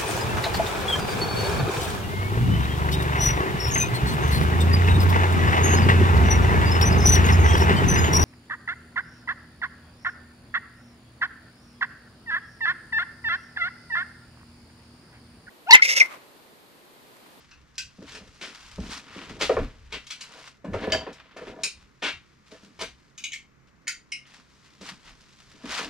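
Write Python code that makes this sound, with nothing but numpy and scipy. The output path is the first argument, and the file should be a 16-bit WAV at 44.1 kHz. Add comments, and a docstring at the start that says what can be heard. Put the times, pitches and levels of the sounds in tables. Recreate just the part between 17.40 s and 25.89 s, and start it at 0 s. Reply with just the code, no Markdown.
"""Steel pieces clink as a man walks to a bench in a small board-lined workshop and picks through a tool case.
Short noise bursts ring the resonances of the steel, and deeper blows those of the case and bench.
Soles and cloth scuff and rustle as gritty noise, tools slide and the boards rumble; a low hum and hiss lie below.
Two close microphone ports hear it from a few metres away, mostly through the room."""
import sys
import numpy as np
from scipy import signal
from scipy.fft import rfft, irfft, next_fast_len
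from scipy.io import wavfile
from scipy.ndimage import uniform_filter1d

SR = 44100
rng = np.random.default_rng(int(sys.argv[2]) if len(sys.argv) > 2 else 0)


def wav_record(signal):
    """Record a signal, one row per channel, as 16-bit PCM in the file named by sys.argv[1]."""
    frames = np.transpose(np.atleast_2d(signal))
    bounded = np.clip(frames, -1, 1)
    # unit amplitude maps onto the largest positive 16-bit level
    quanta = np.round(bounded * 32767).astype(np.int16)
    wavfile.write(sys.argv[1], SR, quanta)


N = 374608  # samples, about 8.5 s

# resonances of the tool case: pitch_hz [Hz], width_hz [Hz], level_db [dB]
CASE_MODES = [(110, 12, -7), (156, 17, 5), (200, 30, 7), (240.8, 45.8, 4.5), (285, 38.3, 4),
              (330, 43, -1.5), (398, 32, -1.5), (435.2, 17, 3.5), (510.7, 40.3, -0.5), (643.7, 24, 1.5),
              (763, 35, -4.5), (960, 26, 4.5), (983, 210, -6), (1444, 68, -0.5), (1731, 17, 11),
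              (2380, 560, -18), (3300, 130, -13.5)]


def clinks():
    """Steel on steel: each touch chatters for a few ms, rings the piece and adds a broad crack."""
    # touches: start_s [s], level_db [dB, before the final trim], crack_db [dB against the ring], chatter_s [s]
    touches = [(0.1102, -44, -13, 0.0026), (0.3545, -55, 2, 0.0027), (0.3803, -27, 5, 0.0034),
               (3.5206, -13.5, -5.5, 0.0028), (3.7272, -53, 10, 0.0053), (4.234, -20.5, 4.5, 0.0056),
               (5.777, -38, 4, 0.009), (5.8383, -23, -4.5, 0.0054), (5.9181, -29.5, -9, 0.0044),
               (5.9306, -28.5, -2, 0.0068), (6.4699, -29.5, -18, 0.0039), (6.4779, -23, 2.5, 0.0047),
               (6.7183, -23, -6.5, 0.0062)]
    # which steel piece each touch rings: row number in the next table
    piece_struck = [0, 0, 0, 1, 2, 3, 4, 4, 4, 5, 6, 6, 7]
    # one list a piece, damped by hand and tray: pitch_hz [Hz], width_hz [Hz, before widening], level_db [dB]
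    steel_modes = [
        [(1560, 54, -2.5), (2584, 32, 3.5), (2796, 43, 1.5), (4160, 45, -5), (4670, 140, -10), (5100, 67, -9),
         (5280, 320, -8), (5700, 55, -4), (6030, 200, -6), (7200, 77, -32)],
        [(631, 26, 10), (1400, 76, -17.5), (1680, 71, 4), (2460, 660, -3.5), (3120, 99, 7.5), (3480, 100, -6.5),
         (4670, 120, 7.5), (5320, 650, -11), (6330, 290, -17.5)],
        [(2080, 100, -23.5), (3000, 79, -32.5), (4030, 130, -13), (5280, 55, 5), (9000, 90, -26)],
        [(2477, 120, 9.5), (2720, 150, 1.5), (3480, 8.9, -46.5), (4000, 110, -0.5), (4650, 58, 2.5),
         (5300, 74, 5), (6710, 89, 8.5), (8140, 260, 0.5), (8920, 460, 1), (11000, 250, -13), (12300, 250, -15)],
        [(2480, 200, -3.5), (2920, 86, -1), (3460, 55, -5), (3760, 130, -7.5), (5600, 110, -23),
         (6510, 210, -7), (7175, 51, -7), (8800, 52, -37), (12600, 150, -35)],
        [(1850, 150, -5), (2180, 97, 6.5), (2710, 80, -5), (3240, 120, -4), (3540, 80, -28), (5640, 130, -10),
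         (6640, 150, -16), (8050, 80, -16), (12700, 90, -34)],
        [(1670, 250, 2), (2000, 165, 6.5), (2470, 180, 0.5), (4920, 300, -9), (4600, 130, 1.5), (5610, 75, -12),
         (6380, 91, -6.5), (6870, 88, 6), (6670, 77, -6), (8670, 200, -4.5), (9600, 130, -9), (12700, 87, -27)],
        [(2137, 70, -2.5), (2240, 57, -7), (2550, 30, -5), (2820, 180, -8.5), (3850, 60, -17), (5240, 160, -9),
         (5550, 190, -11.5), (8700, 410, -22), (12650, 79, -47)],
    ]
    # colour of the crack: pitch_hz [Hz], level_db [relative dB per Hz]
    crack_colour = [(700, -20.5), (1500, -4), (2200, 0.5), (4500, 6), (7000, 5), (10500, -13), (13000, -13),
                    (15500, -50)]
    out, t = np.zeros((2, N)), np.arange(8192) / SR
    for (start_s, level_db, crack_db, chatter_s), piece in zip(touches, piece_struck):
        contact = rng.standard_normal(len(t)) * t * np.exp(-2 * t / max(chatter_s, .0003))
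        ring = 0
        for hz, width_hz, mode_db in steel_modes[piece]:
            # a wider peak of equal height holds more energy
            gain = from_db(mode_db) * np.sqrt(width_hz)
            ring = ring + gain * energy_one(cluster(contact, hz, width_hz))
        crack = colour(contact, crack_colour) * (t < .1)
        clink = energy_one(ring) + from_db(crack_db) * energy_one(crack)
        add(out, start_s, from_db(level_db - 8.5) * clink)
    return out


def knocks():
    """Where and how softly a blow lands decides which modes answer; what rests on the case damps them."""
    # blows on case, bench and floor: start_s [s], level_db [dB, before the final trim],
    # pitch_hz [Hz, most excited], reach [octaves for an 11 dB drop], damping_s [s]
    blows = [(0.583, -29, 223, 0.72, 0.018), (0.619, -30.5, 302, 0.78, 0.016),
             (0.809, -37.5, 191, 0.72, 0.011), (1.384, -20.5, 193, 0.64, 0.03),
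             (1.756, -27.5, 310, 1, 0.0341), (1.894, -31, 210, 1, 0.0064), (1.966, -39, 201, 1, 0.037),
             (2.095, -5, 500, 0.7, 0.033), (2.168, -9.5, 480, 0.5, 0.018), (2.199, -17.5, 265, 0.14, 0.027),
             (3.244, -22, 285, 0.86, 0.0088), (3.277, -21, 172, 0.93, 0.015),
             (3.341, -15.5, 464, 0.61, 0.04), (3.364, -29, 430, 0.48, 0.047), (3.534, -27, 627, 1, 0.036),
             (3.667, -23, 458, 0.6, 0.037), (4.013, -29.5, 457, 0.98, 0.032), (4.07, -28, 407, 0.65, 0.03),
             (4.188, -32, 630, 0.19, 0.033), (4.624, -23.5, 338, 0.41, 0.011),
             (5.123, -40, 620, 0.18, 0.037), (5.241, -43, 220, 0.45, 0.03), (5.415, -26.5, 402, 1, 0.022),
             (7.413, -32.5, 198, 0.47, 0.022), (7.51, -35.5, 180, 1, 0.035), (8.239, -26, 266, 0.42, 0.012),
             (8.458, -27, 293, 0.32, 0.03)]
    thump_s, thump_db = 0.016, 7.5  # the first push stands over the ring
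    soft_above = 4.4  # a blow dulls above this multiple of its pitch
    out, t = np.zeros((2, N)), np.arange(6000) / SR
    for start_s, level_db, centre_hz, reach, damping_s in blows:
        contact = (t == 0) + 0.14 * rng.standard_normal(len(t)) * np.exp(-t / 0.002)
        contact = band(contact, 20, soft_above * centre_hz)
        thump = from_db(thump_db) * np.exp(-(t / thump_s) ** 2)
        dying = np.exp(-t / max(damping_s, .003)) + thump
        body = favoured(CASE_MODES, contact, centre_hz, max(reach, .2)) * dying
        # blows of higher pitch slap more
        slap = energy_one(band(contact, 530, 1500)) * (centre_hz / 500) ** 2
        knock = energy_one(body) + from_db(-14.5) * slap
        add(out, start_s, from_db(level_db - 12.5) * knock)
    return out


def scrapes():
    """Short scrapes: grit under a stroke that bites quickly and lets go."""
    # strokes: start_s [s], level_db [dB, before the final trim], treble_db and body_db [dB against the middle],
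    # length_s [s], bright_hz [Hz, brightest pitch]
    strokes = [(0.682, -25, -9, -22, 0.0072, 3000), (0.719, -21, 1, -18, 0.0048, 3500),
               (0.746, -28.5, 3.5, -15, 0.009, 2500), (1.0078, -28, -2, -8.5, 0.066, 2400),
               (2.007, -14.5, -0.5, -2.5, 0.033, 3200), (2.5188, -20.5, -7, -11, 0.036, 2800),
               (2.667, -32, 17, -36, 0.0048, 3500), (2.7024, -22.5, 7.5, -48, 0.011, 2800),
               (2.806, -32.5, 14.5, -28, 0.0097, 2500), (3.243, -36.5, -1, 15.5, 0.011, 1700),
               (3.33, -26.5, -10, -4, 0.027, 1700), (3.426, -29, -19, -10, 0.043, 2000),
               (3.663, -30, -26, -9, 0.011, 1700), (3.963, -28.5, -3, 5.5, 0.013, 1700),
               (3.973, -41.5, -18, -6, 0.063, 1600), (4.069, -42.5, -12, -10, .04, 1600),
               (4.62, -16, -9.5, -10, 0.061, 2600), (4.657, -18, -9.5, -10, 0.038, 2700),
               (5.388, -32.5, 2, 2, 0.053, 2200), (5.4068, -19.5, 0.5, -5.5, 0.02, 2200),
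               (6.85, -40, -22, -24.5, 0.012, 2500), (7.41, -39, 12.5, -3, 0.0094, 2000)]
    rise_s, pan_db = 0.0066, 0.6
    sharpness = 1.09  # pitch over width of the brightest stretch
    out, t = np.zeros((2, N)), np.arange(8192) / SR
    for start_s, level_db, treble_db, body_db, length_s, bright_hz in strokes:
        body, middle, treble = three_bands(*grains(3, len(t), spread_db=2.5))
        middle = rms_one(resonate(middle, bright_hz, bright_hz / sharpness))
        stroke = np.minimum(t / rise_s, 1) * np.exp(-(t / max(length_s, .001)) ** 2)
        grit = middle + from_db(treble_db) * treble + from_db(body_db) * body
        add(out, start_s, from_db(level_db - 15) * stroke * grit, pan_db)
    return out


def rustle():
    """Long scuffs and cloth noise, already spread by the room; here and there the grit catches."""
    # soles, cloth and hands: start_s [s], level_db [dB], rise_s [s], hold_s [s], fall_s [s],
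    # treble_db [dB against the middle]; rise and fall span 20 dB
    movements = [(0.0, -60, .05, 0.0088, 0.48, -2), (.116, -55, 0.014, .005, 0.08, -6),
                 (.682, -49.5, 0.068, 0.089, 0.1, -1.5), (1.06, -52.5, 0.18, 0.205, 0.9, -0.5),
                 (1.434, -47, .02, .05, 0.12, -3), (1.52, -37.5, 0.044, 0.012, 0.1, 0),
                 (1.75, -43.5, 0.13, 0.098, 0.07, -7.5), (1.898, -46.5, 0.09, 0.0039, 0.16, -6),
                 (2.005, -38.5, 0.017, 0.058, 0.23, -2), (2.2, -50, 0.15, 0.033, 0.18, -13.5),
                 (3.02, -50, 0.81, 0.053, 0.099, -3), (3.38, -46.5, 0.045, 0.035, .1, -14),
                 (3.438, -40.5, 0.069, .005, 0.078, -16), (3.5, -43.5, .05, .005, 0.53, -18),
                 (4.02, -52.5, 0.027, 0.066, 0.088, -9.5), (4.114, -49, 0.18, 0.0033, 0.034, -10),
                 (4.22, -58, 0.22, .005, 0.27, -4), (4.416, -59.5, 0.094, .005, 0.1, -3),
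                 (4.64, -57, 0.009, 0.0047, 0.37, -6), (5.066, -60.5, 0.016, .005, .1, 1),
                 (5.118, -51.5, 0.016, 0.004, 0.16, -1), (5.23, -60, 0.037, .005, 0.15, 2),
                 (5.38, -69, 0.09, 0.0037, 0.24, 2), (6.276, -62.5, .01, .003, 0.043, -5),
                 (6.868, -57.5, 0.012, 0.13, 0.054, -2), (7.254, -59.5, 0.05, .005, 0.27, -2.5),
                 (7.46, -42.5, 0.048, 0.034, 0.093, -2), (7.652, -51.5, 0.029, 0.054, 0.054, -3.5),
                 (8.322, -32, 0.081, 0.073, 0.14, -4)]
    # faint stir of clothes between the movements: time_s [s], level_db [dB]
    clothes_stir = [(0, -89), (.6, -64), (.9, -61.5), (2.45, -97), (3.1, -66), (3.2, -96), (4.5, -72.5),
                    (5.7, -72), (6.1, -88), (6.44, -81.5), (6.5, -82), (7.2, -65), (7.3, -67.5),
                    (8.2, -60.5), (8.49, -62)]
    stir_treble_db = 1.5
    ticks_per_s, tick_db, tick_s = 60, -8, .008  # small catches of grit: rate, size, decay

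    def stir_db(t):
        """The stir's level at any time."""
        return np.interp(t, *np.transpose(clothes_stir))

    level, treble_db = swells(movements, stir_db, stir_treble_db)
    first = ports(*grains(3, N, spread_db=-2.5))
    second = ports(*grains(3, N, spread_db=-2.5))
    _, middle, treble = three_bands(first, second, first)
    catches = (rng.random(N) < ticks_per_s / SR) * rng.exponential(1, N)
    ticks = signal.lfilter([1], [1, -np.exp(-1 / (tick_s * SR))], catches)
    uneven = rms_one(1 + from_db(tick_db) * ticks)
    return level * uneven * (middle + from_db(treble_db) * treble)


def rattle():
    """Tools sliding in the case: uneven bumps excite the modes of the case."""
    # slides: start_s [s], level_db [dB], rise_s [s], hold_s [s], fall_s [s], pitch_hz [Hz, most excited];
    # rise and fall span 20 dB
    slides = [(.752, -48.5, 0.064, .005, 0.17, 454), (1.03, -49.5, 0.04, 0.0045, 0.16, 328),
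              (1.382, -41.5, 0.0071, 0.0054, .35, 251), (1.78, -49, 0.18, .19, .1, 319.5),
              (2.032, -35, 0.059, 0.008, .06, 439), (2.12, -37.5, 0.026, .04, .15, 480),
              (2.54, -42, 0.02, 0.0045, 0.06, 414), (2.98, -49.5, .15, 0.0075, 0.1, 592),
              (3.26, -43, 0.022, 0.16, 0.18, 330), (3.43, -33.5, 0.063, 0.11, 0.066, 500),
              (3.535, -29.5, 0.018, 0.0043, 0.15, 622), (3.675, -32.5, 0.024, 0.0057, 0.049, 437),
              (4.0, -46.5, 0.07, 0.067, .1, 488), (4.09, -45.5, .1, .17, 0.04, 451),
              (5.132, -49, .035, 0.0039, .076, 470), (5.234, -50.5, .025, 0.0055, 0.098, 278.6),
              (6.48, -60, 0.054, 0.0046, 0.055, 297.5), (6.99, -68, 0.19, 0.0042, 0.095, 336),
              (7.42, -48.5, 0.025, 0.0053, 0.13, 326), (7.73, -63.5, 0.63, 0.0035, 0.14, 311.2),
              (8.16, -50.5, 0.039, .005, .054, 259.7), (8.24, -39, 0.0077, 0.0081, 0.097, 263),
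              (8.42, -38, .18, .005, 0.11, 701)]
    rest_db, rest_hz = -83, 260.2
    level, centre_hz = swells(slides, lambda t: rest_db + 0 * t, rest_hz)
    grit = ports(*grains(3, N, spread_db=6.5))
    bumps = favoured(CASE_MODES[1:], grit, centre_hz, reach=1.3)
    return level * rms_one(bumps)


def rumble():
    """Weight shifting on the floor: noise excites the low modes of the boards."""
    # shifts of weight: start_s [s], level_db [dB], hold_s [s], pitch_hz [Hz, most excited]
    weight_shifts = [(0.0, -60, 0.0085, 66.2), (0.18, -58, 0.022, 69.8), (0.449, -56.5, 0.0082, 80),
                     (0.603, -57, 0.33, 87.1), (1.256, -55.5, .01, 55), (1.414, -36.5, 0.0086, 69.6),
                     (1.75, -53, .01, 97.8), (1.907, -47.5, 0.3, 85), (2.213, -29, 0.017, 76),
                     (2.364, -53.5, .2, 64), (3.342, -35, 0.0021, 93), (3.539, -34, 0.0046, 94.1),
                     (4.085, -53.5, 0.014, 79), (4.349, -60, 0.075, 63.9), (4.714, -54, .03, 81.7),
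                     (5.413, -55, .03, 90), (5.48, -51.5, 0.012, 80), (7.68, -59, 0.08, 55.7),
                     (8.075, -61.5, .01, 82.1), (8.291, -52, .01, 81.2), (8.49, -52.5, .01, 95.7)]
    # resonances of the floor boards: pitch_hz [Hz], width_hz [Hz], level_db [dB]
    board_modes = [(27.94, 13, 8), (43, 26, 1), (65, 12, -1.5), (99, 34, -10)]
    rise_s, fall_s = .09, .11  # for 20 dB
    rest_db, rest_hz = -68.5, 80
    rows = [(start_s, db, rise_s, hold_s, fall_s, hz) for start_s, db, hold_s, hz in weight_shifts]
    level, centre_hz = swells(rows, lambda t: rest_db + 0 * t, rest_hz)
    noise = ports(*rng.standard_normal((3, N)))
    return level * rms_one(favoured(board_modes, noise, centre_hz, reach=0.89))


def background():
    """Steady hiss, and a wavering hum made of noise passed twice through narrow resonances."""
    # hum: pitch_hz [Hz], width_hz [Hz, of each pass], level_db [dB]
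    hum_tones = [(63.36, 5.5, -71), (134, 12, -68.5), (165.9, 20, -75)]
    # colour of the hiss: pitch_hz [Hz], level_db [relative dB per Hz]
    hiss_colour = [(20, -3), (45, -9), (90, -8), (200, 5.5), (400, -4), (780, -12.5), (1100, -6),
                   (2100, -9.5), (3300, -21.5), (6500, -21), (9000, -36), (11500, -37), (15500, -35)]
    # the ports share hiss and hum far less than bench sounds:
    # pitch_hz [Hz], likeness [0-1], left_late [rad], left_over_right_db [dB]
    hiss_ports = [(60, .6, .4, -1), (150, .42, .6, -2.5), (400, .43, 1, -4.5), (800, .52, 1.4, -4.5),
                  (1200, .53, 1.1, 1), (2300, .58, 1, 4), (3000, .48, 1.2, 5), (4000, .27, 1.3, 4),
                  (7000, .16, 1.4, 2.5), (12000, .06, .5, -2)]
    hiss_db = -61.5
    white = ports(*rng.standard_normal((3, N)), hiss_ports)
    hum = 0
    for hz, width_hz, level_db in hum_tones:
        tone = resonate(resonate(white, hz, width_hz), hz, width_hz)
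        hum = hum + from_db(level_db) * rms_one(tone)
    return from_db(hiss_db) * rms_one(colour(white, hiss_colour)) + hum


def workshop(x):
    """The room: direct sound plus a dense tail that builds in a few ms and dies band by band."""
    # tail: pitch_hz [Hz], t60_s [s to fall 60 dB], level_db [dB over direct, before the build-up]
    room_tail = [(92.6, 0.22, -2), (500, 0.12, -1), (2000, 0.23, 2.5), (4984, 0.23, 0), (11400, 0.17, -0.5)]
    build_s = 0.00098
    t = np.arange(16384) / SR
    edges = 40 * 2 ** np.arange(0, 9.1)  # octave bands, Hz
    noise, tail = ports(*rng.standard_normal((3, len(t)))), 0
    hz, t60_s, level_db = np.transpose(room_tail)
    for k, (low, high) in enumerate(zip(edges, edges[1:])):
        log_centre = np.log(low * high) / 2
        band_t60 = np.interp(log_centre, np.log(hz), t60_s)
        band_db = np.interp(log_centre, np.log(hz), level_db)
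        echoes = rfft(noise * from_db(-60 * t / band_t60))
        # even out the echo noise over about 80 Hz, for a smooth, dense tail
        echoes /= np.sqrt(uniform_filter1d(np.mean(np.abs(echoes) ** 2, axis=0), size=30))
        # alternate signs keep neighbouring bands from cancelling where they cross
        tail = tail + (-1) ** k * from_db(band_db) * band(irfft(echoes) * (t < .33), low, high)
    # the direct click sits 64 samples in, cut off again below
    click = 1. * (np.arange(len(t)) == 64)
    reply = ports(click, 0 * click, 0 * click) + tail * (1 - np.exp(-t / build_s))
    return signal.fftconvolve(x, reply, axes=1)[:, 64:N + 64]


def ports(common, left, right, likeness_table=None):
    """Two close ports: a shared part, late on the left, and a part of their own."""
    # what the ports make of sounds from the bench:
    # pitch_hz [Hz], likeness [0-1], left_late [rad], left_over_right_db [dB]
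    bench_ports = [(60, .99, .05, 1), (400, .96, .2, .2), (800, .92, .35, .3), (1700, .86, .55, 1.2),
                   (2600, .82, .7, 2.7), (4000, .63, .75, 2), (5500, .48, .8, 1), (7000, .4, 1.2, .8),
                   (9000, .25, 1, -2), (12000, .13, 2, -2.5)]
    table = np.array(bench_ports if likeness_table is None else likeness_table)
    size = next_fast_len(len(common))
    alike, late, lean_db = (at_hz(table[:, [0, k]], size) for k in (1, 2, 3))
    skew = from_db(lean_db / 2) * np.exp(-.5j * late)
    shared = np.sqrt(alike) * rfft(common, size)
    left_port = (shared + np.sqrt(1 - alike) * rfft(left, size)) * skew
    right_port = (shared + np.sqrt(1 - alike) * rfft(right, size)) / skew
    return irfft(np.array([left_port, right_port]), size)[:, :len(common)]


def grains(count, size, spread_db):
    """Noises that share uneven lumps of about a millisecond: gritty rather than smooth."""
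    lumps = rms_one(uniform_filter1d(rng.standard_normal(size), size=60))
    return rng.standard_normal((count, size)) * from_db(spread_db * lumps)


def three_bands(*gritty):
    """Body, middle and treble from the noises given, rms 1 each."""
    # colour of grit: pitch_hz [Hz], level_db [relative dB per Hz]
    grit_colour = [(150, -24), (300, 8.5), (1000, 8.5), (1800, 6), (2800, 4.5), (5000, -1.5), (7000, -8.5),
                   (10000, -19.5), (15500, -36.5)]
    edges = (250, 1000), (1000, 4500), (4500, 15500)  # Hz
    return [rms_one(band(colour(x, grit_colour), *hz)) for x, hz in zip(gritty, edges)]


def swells(rows, rest_db, rest_value):
    """Movements that rise, hold and fall over a resting level; the last column follows whichever is loudest."""
    t = np.arange(0, N + 32, 32) / SR
    power = from_db(2 * rest_db(t))
    weighted = power * rest_value
    for start_s, level_db, rise_s, hold_s, fall_s, value in rows:
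        before = (start_s - t) / max(rise_s, .003)
        after = (t - start_s - hold_s) / max(fall_s, .003)
        below = np.maximum(np.maximum(before, after), 0)
        own = from_db(2 * (level_db - 20 * below))
        power, weighted = power + own, weighted + own * value
    return [np.interp(np.arange(N) / SR, t, curve) for curve in (np.sqrt(power), weighted / power)]


def resonate(x, hz, width_hz):
    """Two-pole resonance, gain 1 on top."""
    r = np.exp(-np.pi * max(width_hz, 3) / SR)
    feedback = [1, -2 * r * np.cos(2 * np.pi * hz / SR), r * r]
    return signal.lfilter(np.array([1, 0, -1]) * (1 - r * r) / 2, feedback, x + 1e-18)


def cluster(x, hz, width_hz):
    """Close modes merge into a fuller peak with steep sides: a wider resonance applied twice."""
    return resonate(resonate(x, hz, 2.6 * width_hz), hz, 2.6 * width_hz)


def favoured(modes, x, centre_hz, reach):
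    """All resonances, each weaker the more octaves it lies from the most excited pitch."""
    total = 0
    for k, (hz, width_hz, level_db) in enumerate(modes):
        octaves = np.abs(np.log2(hz / centre_hz))
        gain = from_db(level_db - 11 * octaves / reach)
        total = total + (-1) ** k * gain * resonate(x, hz, width_hz)
    return total


def at_hz(points, size):
    """A spectrum table read on the bins of a transform of that size."""
    hz, value = np.transpose(points)
    return np.interp(np.log(np.arange(size // 2 + 1) * SR / size + 1), np.log(hz), value)


def colour(x, spectrum):
    """Shape x by the levels of a spectrum table."""
    size = next_fast_len(x.shape[-1])
    return irfft(rfft(x, size) * from_db(at_hz(spectrum, size)), size)[..., :x.shape[-1]]


def band(x, low_hz, high_hz):
    """Butterworth band-pass."""
    return signal.sosfilt(signal.butter(2, [low_hz, high_hz], "band", fs=SR, output="sos"), x)


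def add(out, start_s, x, pan_db=0):
    """Mix a short sound into the stereo pair at its start time."""
    i = int(round(start_s * SR))
    out[:, i:i + len(x)] += x[:N - i] * from_db([[pan_db / 2], [-pan_db / 2]])


def from_db(db):
    """dB to gain."""
    return 10 ** (np.asarray(db) / 20)


def rms_one(x):
    """Scale to rms 1."""
    return x / np.sqrt(np.mean(x ** 2) + 1e-20)


def energy_one(x):
    """Scale so that the whole energy fits 10 ms of rms 1."""
    return x / np.sqrt(np.sum(x ** 2) / (.01 * SR))


def scene():
    """Hits and scrapes through the room, over the continuous layers."""
    hits = workshop(clinks() + knocks() + scrapes())
    return hits + rustle() + rattle() + rumble() + background()


def record(dry):
    """The top is cut: a steep low-pass is 70 dB down from 15800 Hz up."""
    return signal.sosfilt(signal.cheby2(12, 70, 15800, fs=SR, output="sos"), dry)


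dry = scene()
out = record(dry)
wav_record(out)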